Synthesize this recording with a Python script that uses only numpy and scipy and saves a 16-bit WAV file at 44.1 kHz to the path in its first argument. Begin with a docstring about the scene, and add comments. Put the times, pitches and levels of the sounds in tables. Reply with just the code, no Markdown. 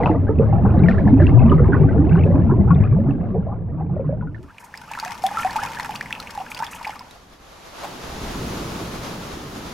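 """A metal mug is sunk in a meltwater channel, close to a submerged microphone that hears the treble muffled.
First its air glugs out: damped, rising tones for bubbles, over stirred-water noise and bubble swarms.
Then the microphone surfaces: run-off from the lifted mug and hand plinks, chirps and spatters nearby,
made of short rising tones and noise ticks over the coloured noise of the channel.
Last, a distant glacier front sheds ice into the sea: coloured noise swells as thuds, rumble and spray."""
import sys
import numpy as np
from scipy import signal
from scipy.fft import rfft, irfft
from scipy.io import wavfile
from scipy.ndimage import uniform_filter1d, minimum_filter1d

SR = 44100
rng = np.random.default_rng(int(sys.argv[2]) if len(sys.argv) > 2 else 0)


def dump(signal):
    """Clip the signal to [-1, 1] and save it as 16-bit WAV at the path in sys.argv[1]."""
    limited = np.clip(np.atleast_2d(signal).T, -1, 1)
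    pcm = np.round(limited * 32767).astype(np.int16)
    wavfile.write(sys.argv[1], SR, pcm)


N = 429093

# the microphone surfaces; the ice front takes over; time constant of both soft changes
SURFACE_S, CALVING_S, CHANGE_S = 4.43, 7.1, 0.15
PINCH_CYCLES = 0.66  # time constant, in cycles, of a bubble pinching off and reaching full swing
# a second bubble born beside the first: level, spread of pitch either way, longest delay
TWIN_DB, TWIN_OCTAVES, TWIN_S = -9, .45, .011


def undb(db):
    """Decibels to gain."""
    return 10 ** (np.asarray(db) / 20)


def curve(rows):
    """Gain along (start_s, level_db) rows, fading to silence after the last."""
    start_s, level_db = np.transpose(rows)
    t = np.arange(N) / SR
    fade = np.exp(-np.maximum(t - start_s[-1], 0) / 0.06)
    return undb(np.interp(t, start_s, level_db)) * fade


def after(s):
    """Gain that opens softly around a time."""
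    return .5 + .5 * np.tanh((np.arange(N) / SR - s) / CHANGE_S)


def swells(times, levels_db, rise_s):
    """Stereo gain curve: each event swells within rise_s and dies away."""
    out = np.zeros((2, N))
    age = np.arange(SR // 3) / SR / rise_s
    for s, db in zip(times, levels_db):
        add(out, s, undb(db) * age * np.exp(1 - age), pan=0)
    return out


def surge(shape):
    """Gain that climbs from rest to a peak and ebbs more slowly."""
    peak_s, peak_db, rise, fall, rest_db = shape
    t = np.arange(N) / SR
    level_db = peak_db - rise * np.maximum(peak_s - t, 0) - fall * np.maximum(t - peak_s, 0)
    return np.hypot(undb(level_db), undb(rest_db))


def walk(rate):
    """Slow random wander with a spread near 1, through `rate` random points a second."""
    knots = rng.standard_normal(2000)
    return np.interp(np.arange(N) / SR * rate, np.arange(len(knots)), knots)


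def unit(x):
    """Scale to rms 1."""
    return x / np.sqrt(np.mean(x ** 2))


def noise(side_db):
    """Stereo white noise; side_db sets its width."""
    mid, side = rng.standard_normal((2, N))
    return unit(mid + undb(side_db) * np.array([side, -side]))


def colour(x, points, size=8192):
    """Causal minimum-phase filter through (pitch_hz, level_db) points; the result has rms 1."""
    hz, db = np.transpose(points)
    bins_hz = np.arange(size // 2 + 1) * SR / size
    gain = undb(np.interp(np.log(bins_hz + 1), np.log(hz), db))
    # folding the cepstrum onto positive time makes the filter causal
    cepstrum = irfft(np.log(gain), size)
    cepstrum[1:size // 2] *= 2
    cepstrum[size // 2 + 1:] = 0
    response = irfft(np.exp(rfft(cepstrum)), size)
    return unit(signal.oaconvolve(x, response[None], axes=1)[:, :N])


def add(out, s, sound, pan):
    """Mix a sound in at a time and a left-right place."""
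    start = int(np.clip(s * SR, 0, out.shape[1]))
    part = sound[:out.shape[1] - start]
    out[:, start:start + len(part)] += np.outer([1 + pan, 1 - pan], part)


def walls(x, t60, wet_db):
    """Short dense echoes between the ice walls, different in each channel."""
    t = np.arange(SR // 4) / SR
    tail = rng.standard_normal((2, len(t))) * np.exp(-np.log(1000) * t / t60) * (t > .002)
    tail /= np.sqrt(np.sum(tail ** 2, axis=1, keepdims=True))
    return x + undb(wet_db) * signal.oaconvolve(x, tail, axes=1)[:, :N]


def burst(fast_s, slow_s, slow_db):
    """Noise with a sharp front and a weaker, slower tail."""
    t = np.arange(SR // 12) / SR
    return rng.standard_normal(len(t)) * (np.exp(-t / fast_s) + undb(slow_db) * np.exp(-t / slow_s))


def bubble(hz, cycles, rise):
    """A pulsating air bubble: a damped tone that climbs as it nears the surface."""
    cycles = max(cycles, 1)
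    age = np.arange(int(7 * cycles / hz * SR)) * hz / SR / cycles  # in ring times
    pitch = hz * (1 + rise * 2 * np.tanh(age / 2))
    onset = 1 - np.exp(-age * cycles / PINCH_CYCLES)
    return np.sin(2 * np.pi * np.cumsum(pitch) / SR) * np.exp(-age) * onset


def plink(hz, ring_s, octaves_per_s):
    """A bubble just under the surface: it starts at once, climbs up to an octave and bursts."""
    ring_s = max(ring_s, .001)
    t = np.arange(SR // 12) / SR
    pitch = hz * 2 ** np.minimum(octaves_per_s * t, 1)
    envelope = np.exp(-(t / ring_s) ** 2) * (1 - np.exp(-t * hz / 0.1))
    return np.sin(2 * np.pi * np.cumsum(pitch) / SR) * envelope


def twin(s, hz, db):
    """Time, pitch and level of a weaker bubble that forms beside another and beats with it."""
    late, size = rng.random(2)
    return s + TWIN_S * late, hz * 2 ** (TWIN_OCTAVES * (2 * size - 1)), db + TWIN_DB


def swarm(span, low_hz, high_hz, cycles, rise, spread_db, width, count):
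    """Bubbles of random size, strength and place, scattered over a span of time."""
    out = np.zeros((2, N))
    start, end = span
    for when, size, strength, ring, climb, place in rng.random((count, 6)):
        hz = low_hz * (high_hz / low_hz) ** size
        tone = bubble(hz, cycles * (.5 + ring), 2 * rise * climb)
        level = hz * undb(spread_db * strength ** 2)
        add(out, start + when * (end - start), tone * level, width * (2 * place - 1))
    return out


def stir(bubbles, span, points):
    """Colour a swarm and give it rms 1 while it sounds."""
    return colour(bubbles, points) * np.sqrt((span[1] - span[0]) * SR / N)


# deep thuds of the distant ice fall: start_s, level_db
THUD_LEVEL = [(7.3, -53), (8.01, -55), (8.05, -42), (8.36, -32), (8.6, -42), (9.75, -50)]
# spectrum of the thuds: pitch_hz, relative level_db
THUD_SPECTRUM = [(20, 4.5), (55, 15), (85, 5), (160, -44)]
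# rumble of the distant ice fall: start_s, level_db
RUMBLE_LEVEL = [(7.2, -57), (7.76, -54), (7.92, -42), (8.14, -38), (8.45, -31), (8.85, -31), (9.75, -39.5)]
# spectrum of the rumble: pitch_hz, relative level_db
RUMBLE_SPECTRUM = [(50, -16), (110, -4.5), (240, -4.5), (450, -11), (800, -29.5), (2000, -44.5)]
# spray thrown up by the ice: start_s, level_db
SPRAY_LEVEL = [(7.12, -39.5), (7.25, -49), (7.65, -44), (7.69, -41.5), (7.85, -36), (7.99, -38.5),
               (8.04, -35), (8.5, -33.5), (9.75, -37)]
# spectrum of the spray: pitch_hz, relative level_db
SPRAY_SPECTRUM = [(200, -4), (600, 0.5), (1150, 0), (1900, -7.5), (4000, -10), (6900, -14.5), (7800, -22.5),
                  (12500, -20.5), (15500, -50)]
# blocks crumbling off the ice front: start_s, level_db
CRUMBLING_BLOCKS = [(7.8, -37.5), (8.04, -42)]


def calving():
    """Far ice crumbles and pours into the sea: thuds and an uneven rumble under a wide hiss of spray."""
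    thud = colour(noise(side_db=-45), THUD_SPECTRUM) * curve(THUD_LEVEL)
    rumble = colour(noise(side_db=-32), RUMBLE_SPECTRUM) * undb(1.3 * walk(12)) * curve(RUMBLE_LEVEL)
    spray = colour(noise(side_db=-3.0), SPRAY_SPECTRUM) * undb(1.4 * walk(21)) * curve(SPRAY_LEVEL)
    grit = colour(noise(side_db=-10), [(150, -33), (750, 2.5), (1500, -12), (12000, -33)])
    crumble = grit * undb(3.6 * walk(90)) * swells(*np.transpose(CRUMBLING_BLOCKS), rise_s=0.048)
    return (thud + rumble + spray) * after(CALVING_S) + crumble


# swell of the channel's murmur: peak_s, peak_db, rise_db_per_s, fall_db_per_s, rest_db
MURMUR_SWELL = (5.5, -39, 15, 5, -64)
# spectrum of the murmur: pitch_hz, relative level_db
MURMUR_SPECTRUM = [(20, 1), (120, 4.5), (250, 4), (370, -6), (490, -1.5), (1000, -2.5), (3000, -80.5),
                   (12000, -34.5)]


def channel_murmur():
    """The channel murmurs above water: coloured noise that swells and ebbs until the ice front takes over."""
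    stream = colour(noise(side_db=-17.5), MURMUR_SPECTRUM) * surge(MURMUR_SWELL)
    return stream * after(SURFACE_S) * (1 - after(CALVING_S))


# how hard the water is stirred while the microphone is under: start_s, level_db
STIRRING = [(0.12, -20), (1.34, -13), (2.25, -15.5), (2.95, -19), (3.69, -29.5), (4.2, -27), (4.46, -40)]
# spectrum of the stirred water: pitch_hz, relative level_db
CHURN_SPECTRUM = [(20, -9), (50, -6.5), (80, -0.5), (125, -1.5), (250, -11), (400, -19), (800, -44.5),
                  (2000, -52.5), (4000, -68)]
BURBLE_DB, WASH_DB = 1, -1  # against the churn


def churning():
    """Stirred water rumbles: a swarm of low bubbles burbles through a wash of coloured noise."""
    span = 0, STIRRING[-1][0]
    bubbles = swarm(span, 65.19, 448.8, cycles=7, rise=.09, spread_db=7.5, width=0.25, count=300)
    burble = undb(BURBLE_DB) * stir(bubbles, span, CHURN_SPECTRUM)
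    wash = undb(WASH_DB) * colour(noise(side_db=-7.0), CHURN_SPECTRUM)
    return (burble + wash) * curve(STIRRING)


# level of the small bubbles under water: start_s, level_db
SMALL_BUBBLES = [(0.03, -24.5), (0.21, -39), (0.84, -31.5), (1.2, -40.5), (1.42, -32), (3.37, -41.5),
                 (3.65, -49), (4.06, -45), (4.45, -57)]
# spectrum of the small bubbles: pitch_hz, relative level_db
FIZZ_SPECTRUM = [(150, -45), (330, 4.5), (600, 4), (1300, -11.5), (2000, -22), (3000, -31.5), (4500, -33),
                 (8000, -49)]
CLUSTER_DB, FROTH_DB = 3, -7  # clusters against the bubbling, froth against the clusters
FLURRY_DB, FLURRY_S = -21.5, 0.016  # tiny bubbles after each snap: relative level, time to swell


def fizzing():
    """Small bubbles swarm in clusters and froth, and break from every gulp and snap."""
    span = 0, STIRRING[-1][0]
    fizz = swarm(span, 330, 2800, cycles=7, rise=.03, spread_db=10, width=.25, count=2000)
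    high = stir(walls(fizz, t60=0.24, wet_db=-9.0), span, FIZZ_SPECTRUM)
    # a froth too fine to hear singly wraps the clusters
    froth = undb(FROTH_DB) * colour(noise(side_db=-11.0), FIZZ_SPECTRUM)
    clusters = undb(CLUSTER_DB + 1.9 * walk(17)) * (high + froth) * curve(SMALL_BUBBLES)
    # every gulp breaks up into more bubbles, every snap into a flurry of tiny ones
    gulp_s, _, gulp_db, _ = np.transpose(AIR_GULPS)
    shards = undb(-37) * high * swells(gulp_s, gulp_db, rise_s=0.0083)
    snap_s, snap_db, _ = np.transpose(FIZZ_SNAPS)
    tiny = stir(fizz, span, [(500, -6.0), (1500, 4), (3000, -7.5), (5000, -26.5)])
    return clusters + shards + undb(FLURRY_DB) * tiny * swells(snap_s, snap_db, FLURRY_S)


def spatter(span, count):
    """Tiny droplets tick on the water: many faint, a few strong."""
    out = np.zeros((2, N))
    start, end = span
    for when, strength, place in rng.random((count, 3)):
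        tick = undb(19 * strength ** 5) * burst(.001, .008, slow_db=-15)
        add(out, start + when * (end - start), tick, place - .5)
    return out


# how much water runs off the mug: start_s, level_db
RUNOFF_LEVEL = [(4.4, -56), (4.68, -54.5), (5.1, -42), (5.21, -47), (5.29, -41.5), (5.6, -40.5),
                (6.09, -45.5), (6.93, -46.5), (7.1, -58)]
# spectrum of the falling droplets: pitch_hz, relative level_db
PATTER_SPECTRUM = [(500, -64), (850, 16.5), (1200, 0), (2500, 0.5), (3800, -6), (5500, -5), (8000, -12),
                   (13000, -15.5), (16000, -29)]
SPLASH_DB, SPLASH_S = -40.5, 0.017  # splash relative to the drop; time the splash takes to swell
SPURT_DB = 2.8  # how unevenly the droplets fall
BABBLE_DB = -3.5  # bubbles jostling where the run-off lands, relative to the run-off


def patter():
    """Droplets chirp and tick, bubbles babble and fine spray hisses round the run-off."""
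    span = SURFACE_S, CALVING_S
    chirps = swarm(span, 770, 2730, cycles=5.9, rise=0.246, spread_db=10.5, width=0.1, count=1000)
    droplets = unit(chirps) + undb(6.5) * unit(spatter(span, count=420))
    drops = walls(undb(3.5) * stir(droplets, span, PATTER_SPECTRUM), t60=0.023, wet_db=-4)
    jostle = swarm(span, 724, 1700, cycles=9.4, rise=0.0914, spread_db=19.0, width=0.066, count=520)
    babble = unit(jostle) * undb(3.3 * walk(9))
    mist = undb(-0.5) * colour(noise(side_db=-9.0), PATTER_SPECTRUM)
    # every heavy drop throws up a splash of its own, the longer-ringing ones more
    drip_s, _, drip_db, ring_s = np.transpose(HEAVY_DRIPS)
    splash_db = drip_db + 10 * np.log10(np.abs(ring_s) / .012)
    flow = curve(RUNOFF_LEVEL) + undb(SPLASH_DB) * swells(drip_s, splash_db, SPLASH_S)
    trickle = (drops * undb(SPURT_DB * walk(14)) + undb(BABBLE_DB) * babble + mist) * flow
    return trickle * after(SURFACE_S) * (1 - after(CALVING_S))


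# the heaviest falling drops, each ringing a clear plink: start_s, pitch_hz, relative level_db, ring_s
HEAVY_DRIPS = [(4.641, 970, -35, 0.0067), (4.913, 905, -20.5, 0.01), (4.974, 970, -22, 0.005),
               (5.027, 872, -21, 0.016), (5.06, 715, -24.5, 0.023), (5.2385, 745, -9.5, 0.028),
               (5.3125, 810, -20.5, 0.021), (5.346, 860, -24, 0.018), (5.371, 1315, -13, 0.013),
               (5.389, 1335, -18, 0.024), (5.4477, 739, -10, 0.022), (5.558, 865, -12.5, 0.015),
               (5.63, 837, -16.5, 0.0074), (5.71, 900, -24, 0.01), (5.797, 960, -18, 0.0063),
               (5.893, 833, -18.5, 0.012), (6.376, 810, -17.5, 0.015), (6.401, 753, -23, 0.022),
               (6.602, 877, -18, 0.01), (6.624, 927, -14, 0.0098), (6.812, 926, -23.5, 0.0085),
               (6.868, 850, -18.5, 0.012), (6.894, 845, -17, 0.0053), (7.008, 1000, -29.5, 0.0091),
               (7.157, 700, -38, 0.012)]
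# small bubbles that chirp upwards as they reach the surface: start_s, starting pitch_hz, level_db
RISING_CHIRPS = [(4.583, 2250, -29.5), (4.74, 1580, -25), (4.936, 2300, -24), (4.951, 1470, -24.5),
                 (5.049, 1630, -26.5), (5.116, 1670, -28), (5.431, 2210, -24), (5.798, 1710, -19),
                 (5.847, 1370, -27), (5.9548, 2420, -23.5), (6.01, 1640, -17), (6.059, 1890, -26),
                 (6.107, 1640, -24), (6.1266, 2380, -15), (6.151, 2480, -25), (6.272, 2200, -26),
                 (6.517, 2200, -22), (6.571, 2520, -28), (6.632, 1480, -22.5), (6.666, 3120, -25.5),
                 (6.733, 2390, -27.5), (6.847, 1940, -23), (6.8515, 2210, -21)]
# drops slapping the surface and leaving a pinhead bubble: start_s, level_db, pitch_hz
SURFACE_SLAPS = [(4.775, -34.5, 4830), (4.999, -26, 4470), (5.049, -32, 5700), (5.265, -23, 3320),
                 (5.508, -32, 4200), (5.798, -32, 4130), (5.959, -29, 4360), (6.201, -28.5, 4120),
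                 (6.547, -29.5, 4640), (6.993, -35, 4900), (7.11, -41, 3670)]
# drops shattering into fine spray: start_s, level_db
FINE_SPRITZES = [(4.595, -52.5), (4.638, -52), (5.228, -44), (5.402, -40), (6.5, -44), (6.708, -43),
                 (6.745, -44.5), (6.928, -56)]
# spectrum of the fine spray: pitch_hz, relative level_db
SPRITZ_SPECTRUM = [(2000, -34), (6000, 4), (13000, 0), (16000, -20)]
CHIRP_CYCLES, CHIRP_TICK_DB = 7, -10  # ring in starting cycles; tick of the impact against the chirp
SLAP_DB = 6  # tick of the slap against its bubble


def dripping():
    """Drops tick on the surface; heavy ones plink, small ones chirp upwards, others just slap or shatter."""
    out = np.zeros((2, N))
    crisp = signal.butter(1, [2000, 6500], "bandpass", fs=SR, output="sos")

    def tick():
        """The click of a drop's impact: a crisp noise burst."""
        return signal.sosfilt(crisp, burst(.001, .007, slow_db=-13))

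    for s, hz, db, ring_s in HEAVY_DRIPS:
        pan = rng.normal(0, .06)
        drop = plink(hz, ring_s, octaves_per_s=2.5) + undb(-13.5) * tick()
        add(out, s, undb(db - 2.0) * drop, pan)
        # a weaker, shorter bubble follows
        late_s, late_hz, late_db = twin(s + ring_s, hz * 1.195, db - 6.5)
        add(out, late_s, undb(late_db) * plink(late_hz, ring_s / 2, octaves_per_s=11), pan)
    for s, hz, db in RISING_CHIRPS:
        pan = rng.normal(0, 0.024)
        add(out, s, undb(db + CHIRP_TICK_DB) * tick(), pan)
        for chirp_s, chirp_hz, chirp_db in (s, hz, db), twin(s, hz, db):
            chirp = plink(chirp_hz, CHIRP_CYCLES / chirp_hz, octaves_per_s=82)
            add(out, chirp_s, undb(chirp_db) * chirp, pan)
    for s, db, hz in SURFACE_SLAPS:
        slap = plink(hz, ring_s=0.0048, octaves_per_s=28) + undb(SLAP_DB) * tick()
        add(out, s, undb(db) * slap, rng.normal(0, 0.17))
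    # such small sources radiate no bass
    out = signal.sosfilt(signal.butter(4, 560, "highpass", fs=SR, output="sos"), out)
    shatter = swells(*np.transpose(FINE_SPRITZES), rise_s=0.0088)
    spritz = colour(noise(side_db=-32), SPRITZ_SPECTRUM) * shatter
    return walls(out, t60=.25, wet_db=-14) + spritz


PLOP_CYCLES, PLOP_RING_SLOPE = 10.5, 0.72  # ring cycles at 1 kHz, growing with this power of the pitch
SHED_DB, SHED_S, SHED_OCTAVES = -25, .06, 2  # lesser bubbles: level before size, longest delay, most octaves up
KICK_DB = -8.5  # jolt of a bubble's neck closing, relative to the plop's level


def plop(out, s, hz, db, count):
    """A bubble tears off with a jolt and a rough start, splits and sheds a few lesser ones."""
    pan = rng.normal(0, 0.13)
    cycles = PLOP_CYCLES * (hz / 1000) ** PLOP_RING_SLOPE
    add(out, s, undb(db - 0.95) * bubble(hz, cycles, rise=0.035), pan)
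    add(out, s, undb(db + KICK_DB) * bubble(hz, cycles=1.1, rise=0), pan)
    band = signal.butter(2, [.5 * hz, np.sqrt(2) * hz], "bandpass", fs=SR, output="sos")
    tear = signal.sosfilt(band, burst(.001, .03, slow_db=-6.5))
    # the root makes up for the narrower band of a lower pitch
    add(out, s, undb(db - 32) * np.sqrt(SR / hz) * tear, pan)
    twin_s, twin_hz, twin_db = twin(s, hz, db)
    add(out, twin_s, undb(twin_db) * bubble(twin_hz, cycles, rise=0), pan)
    for late, size in rng.random((count, 2)):
        higher = 2 ** (SHED_OCTAVES * size)
        shed = bubble(hz * higher, cycles, rise=0.057) / higher
        add(out, s + SHED_S * late, undb(db + SHED_DB) * shed, pan)


def gurgle(out, s, length_s, hz, db, count):
    """Bubbles of similar size tumble out so close together that they merge."""
    knot = np.zeros((2, SR // 4))
    for when, size in rng.random((count, 2)):
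        higher = 2 ** (.55 * (2 * size - 1))
        add(knot, when * length_s, bubble(hz * higher, cycles=10.5, rise=.08) / higher, pan=0)
    mono = knot[0]
    level = np.sqrt(abs(length_s) * SR / np.sum(mono ** 2))  # rms 1 if spread over its length
    add(out, s, undb(db - 3.0) * mono * level, rng.normal(0, .2))


# biggest air pockets leaving the mug: start_s, pitch_hz, level_db, rise (initial, fraction per ring time)
AIR_GULPS = [(0.098, 309, -6, 0.0094), (0.633, 182.7, -5.5, 0.12), (0.832, 160, -1.5, 0.11),
             (1.059, 200, -3.5, 0.057), (1.127, 247, 1, 0.088), (1.218, 331, -7.5, 0.014),
             (1.338, 113.2, 1, 0.12), (1.438, 218.7, -0.5, 0.053), (1.8, 147, -3, 0.04),
             (1.989, 281, -5, 0.024), (2.121, 157.5, -1.5, 0.079), (2.344, 272, -8.5, 0.027),
             (2.59, 193, -6, 0.024), (2.697, 144, -3, 0.24), (2.799, 102, -4.5, 0.034),
             (2.915, 104.6, -4.5, 0.84), (3.085, 273, -9.5, 0.013)]
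# the clearest bubbles pinching off under water: start_s, pitch_hz, relative level_db
CLEAR_PLOPS = [(0.002, 790, -14.5), (0.037, 715, -14), (0.058, 940, -12.5), (0.093, 838, -12),
               (0.292, 425, -7.5), (0.396, 438, -3), (0.422, 521, -11.5), (0.527, 773, -13.5),
               (0.581, 677, -19), (0.65, 772, -16), (0.885, 643, -13.5), (1.201, 576, -10),
               (1.382, 946, -18), (1.518, 1184, -10.5), (1.522, 366, -6.5), (1.601, 463, -10),
               (1.688, 377, -7), (1.732, 1440, -15), (1.888, 1496, -25.5), (1.945, 656, -20),
               (1.2, 1700, -23), (2.261, 544, -14), (2.304, 553, -12), (2.519, 358, -8.5),
               (2.706, 1083, -11.5), (2.986, 532, -16.5), (3.349, 683, -23), (3.467, 630, -20),
               (3.807, 763, -23), (3.896, 800, -31), (3.965, 582, -17.5), (3.995, 520, -14),
               (4.044, 1020, -35), (4.092, 535, -16), (4.125, 592, -18), (4.21, 1400, -32.5),
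               (4.224, 960, -29), (4.272, 1410, -34.5)]
# knots of small bubbles tumbling out together: start_s, length_s, middle pitch_hz, relative level_db
BUBBLE_KNOTS = [(0.056, 0.021, 800, -18.5), (0.072, 0.049, 766, -33), (0.128, 0.024, 807, -24.5),
                (0.268, 0.047, 1130, -31), (0.419, 0.019, 1097, -31), (0.541, 0.029, 900, -28),
                (0.647, 0.017, 1024, -23), (0.681, 0.065, 974, -31), (0.902, 0.095, 1290, -37.5),
                (1.056, 0.04, 698, -23.5), (1.167, 0.055, 913, -31), (1.17, 0.05, 1760, -42),
                (1.28, 0.038, 880, -31), (1.37, 0.048, 1014, -34), (1.44, 0.086, 750, -29.5),
                (1.563, 0.035, 1295, -30.5), (1.633, 0.032, 1165, -30.5), (1.714, 0.058, 1276, -26.5),
                (1.767, 0.057, 743, -35), (2.098, 0.13, 2140, -40.5), (2.146, 0.04, 1257, -30.5),
                (2.321, 0.044, 760, -28.5), (2.49, 0.051, 1085, -27), (2.56, 0.052, 752, -30.5),
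                (2.674, 0.028, 997, -29.5), (2.808, 0.06, 1407, -37), (2.83, 0.098, 2240, -49),
                (3.051, 0.057, 962, -38), (3.329, 0.034, 527, -20.5), (3.481, 0.048, 824, -31.5),
                (3.781, 0.04, 950, -38)]
# bubbles shattering into fizz under water: start_s, level_db, pitch_hz
FIZZ_SNAPS = [(0.034, -19, 2010), (0.059, -18, 2610), (0.387, -34.5, 2580), (0.792, -39, 3900),
              (0.836, -24, 2300), (0.885, -10.5, 1810), (0.982, -22, 1730), (1.077, -22, 1724),
              (1.2197, -19.5, 1640), (1.268, -19, 2700), (1.393, -26, 2580), (1.497, -29, 2950),
              (2.094, -32.5, 2620), (2.154, -24, 1514), (2.236, -26, 2570), (2.7477, -36.5, 3520),
              (2.838, -28.5, 2440), (3.109, -36, 2640), (4.346, -31.5, 1780)]
GULP_CYCLES = 6.5  # cycles of the starting pitch until a gulp has faded to 1/e
GULP_WIDE_HZ = 42  # left-right scatter is this over the pitch: bigger pockets spread wider
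SNAP_CYCLES, SNAP_FIZZ_DB = 8.9, -27  # ring of a snap; its noise against its tone


def glugging():
    """Close by, air escapes from the sunken mug in deep gulps, plops, gurgles and fizzing snaps."""
    deep, small = np.zeros((2, N)), np.zeros((2, N))
    for s, hz, db, rise in AIR_GULPS:
        add(deep, s, undb(db) * bubble(hz, GULP_CYCLES, rise), rng.normal(0, GULP_WIDE_HZ / hz))
    for s, hz, db in CLEAR_PLOPS:
        plop(small, s, hz, db, count=4)
    for s, length_s, hz, db in BUBBLE_KNOTS:
        gurgle(small, s, length_s, hz, db, count=9)
    for s, db, hz in FIZZ_SNAPS:
        pan = rng.normal(0, .2)
        add(small, s, undb(db) * bubble(hz, SNAP_CYCLES, rise=0), pan)
        add(small, s, undb(db + SNAP_FIZZ_DB) * burst(0.038, 0.049, slow_db=-9.0), pan)
    return deep + walls(small, t60=0.31, wet_db=-17.5)


def scene():
    """Under water, above water, then the glacier front."""
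    # water against the microphone muffles the treble
    muffle = signal.butter(4, 3900, fs=SR, output="sos")
    under_water = signal.sosfilt(muffle, churning() + fizzing() + glugging())
    above_water = channel_murmur() + patter() + dripping()
    return under_water + above_water + calving()


def record(dry):
    """A limiter eases down the highest peaks; a steep low-pass cuts the top."""
    size = SR // 200  # 5 ms
    peak = np.abs(dry).max(axis=0)
    lowest = minimum_filter1d(.95 / np.maximum(peak, .95), size)
    gain = uniform_filter1d(lowest, size)
    low_pass = signal.ellip(8, .2, 70, 15800, fs=SR, output="sos")
    return signal.sosfilt(low_pass, dry * gain)


dry = scene()
out = record(dry)
dump(out)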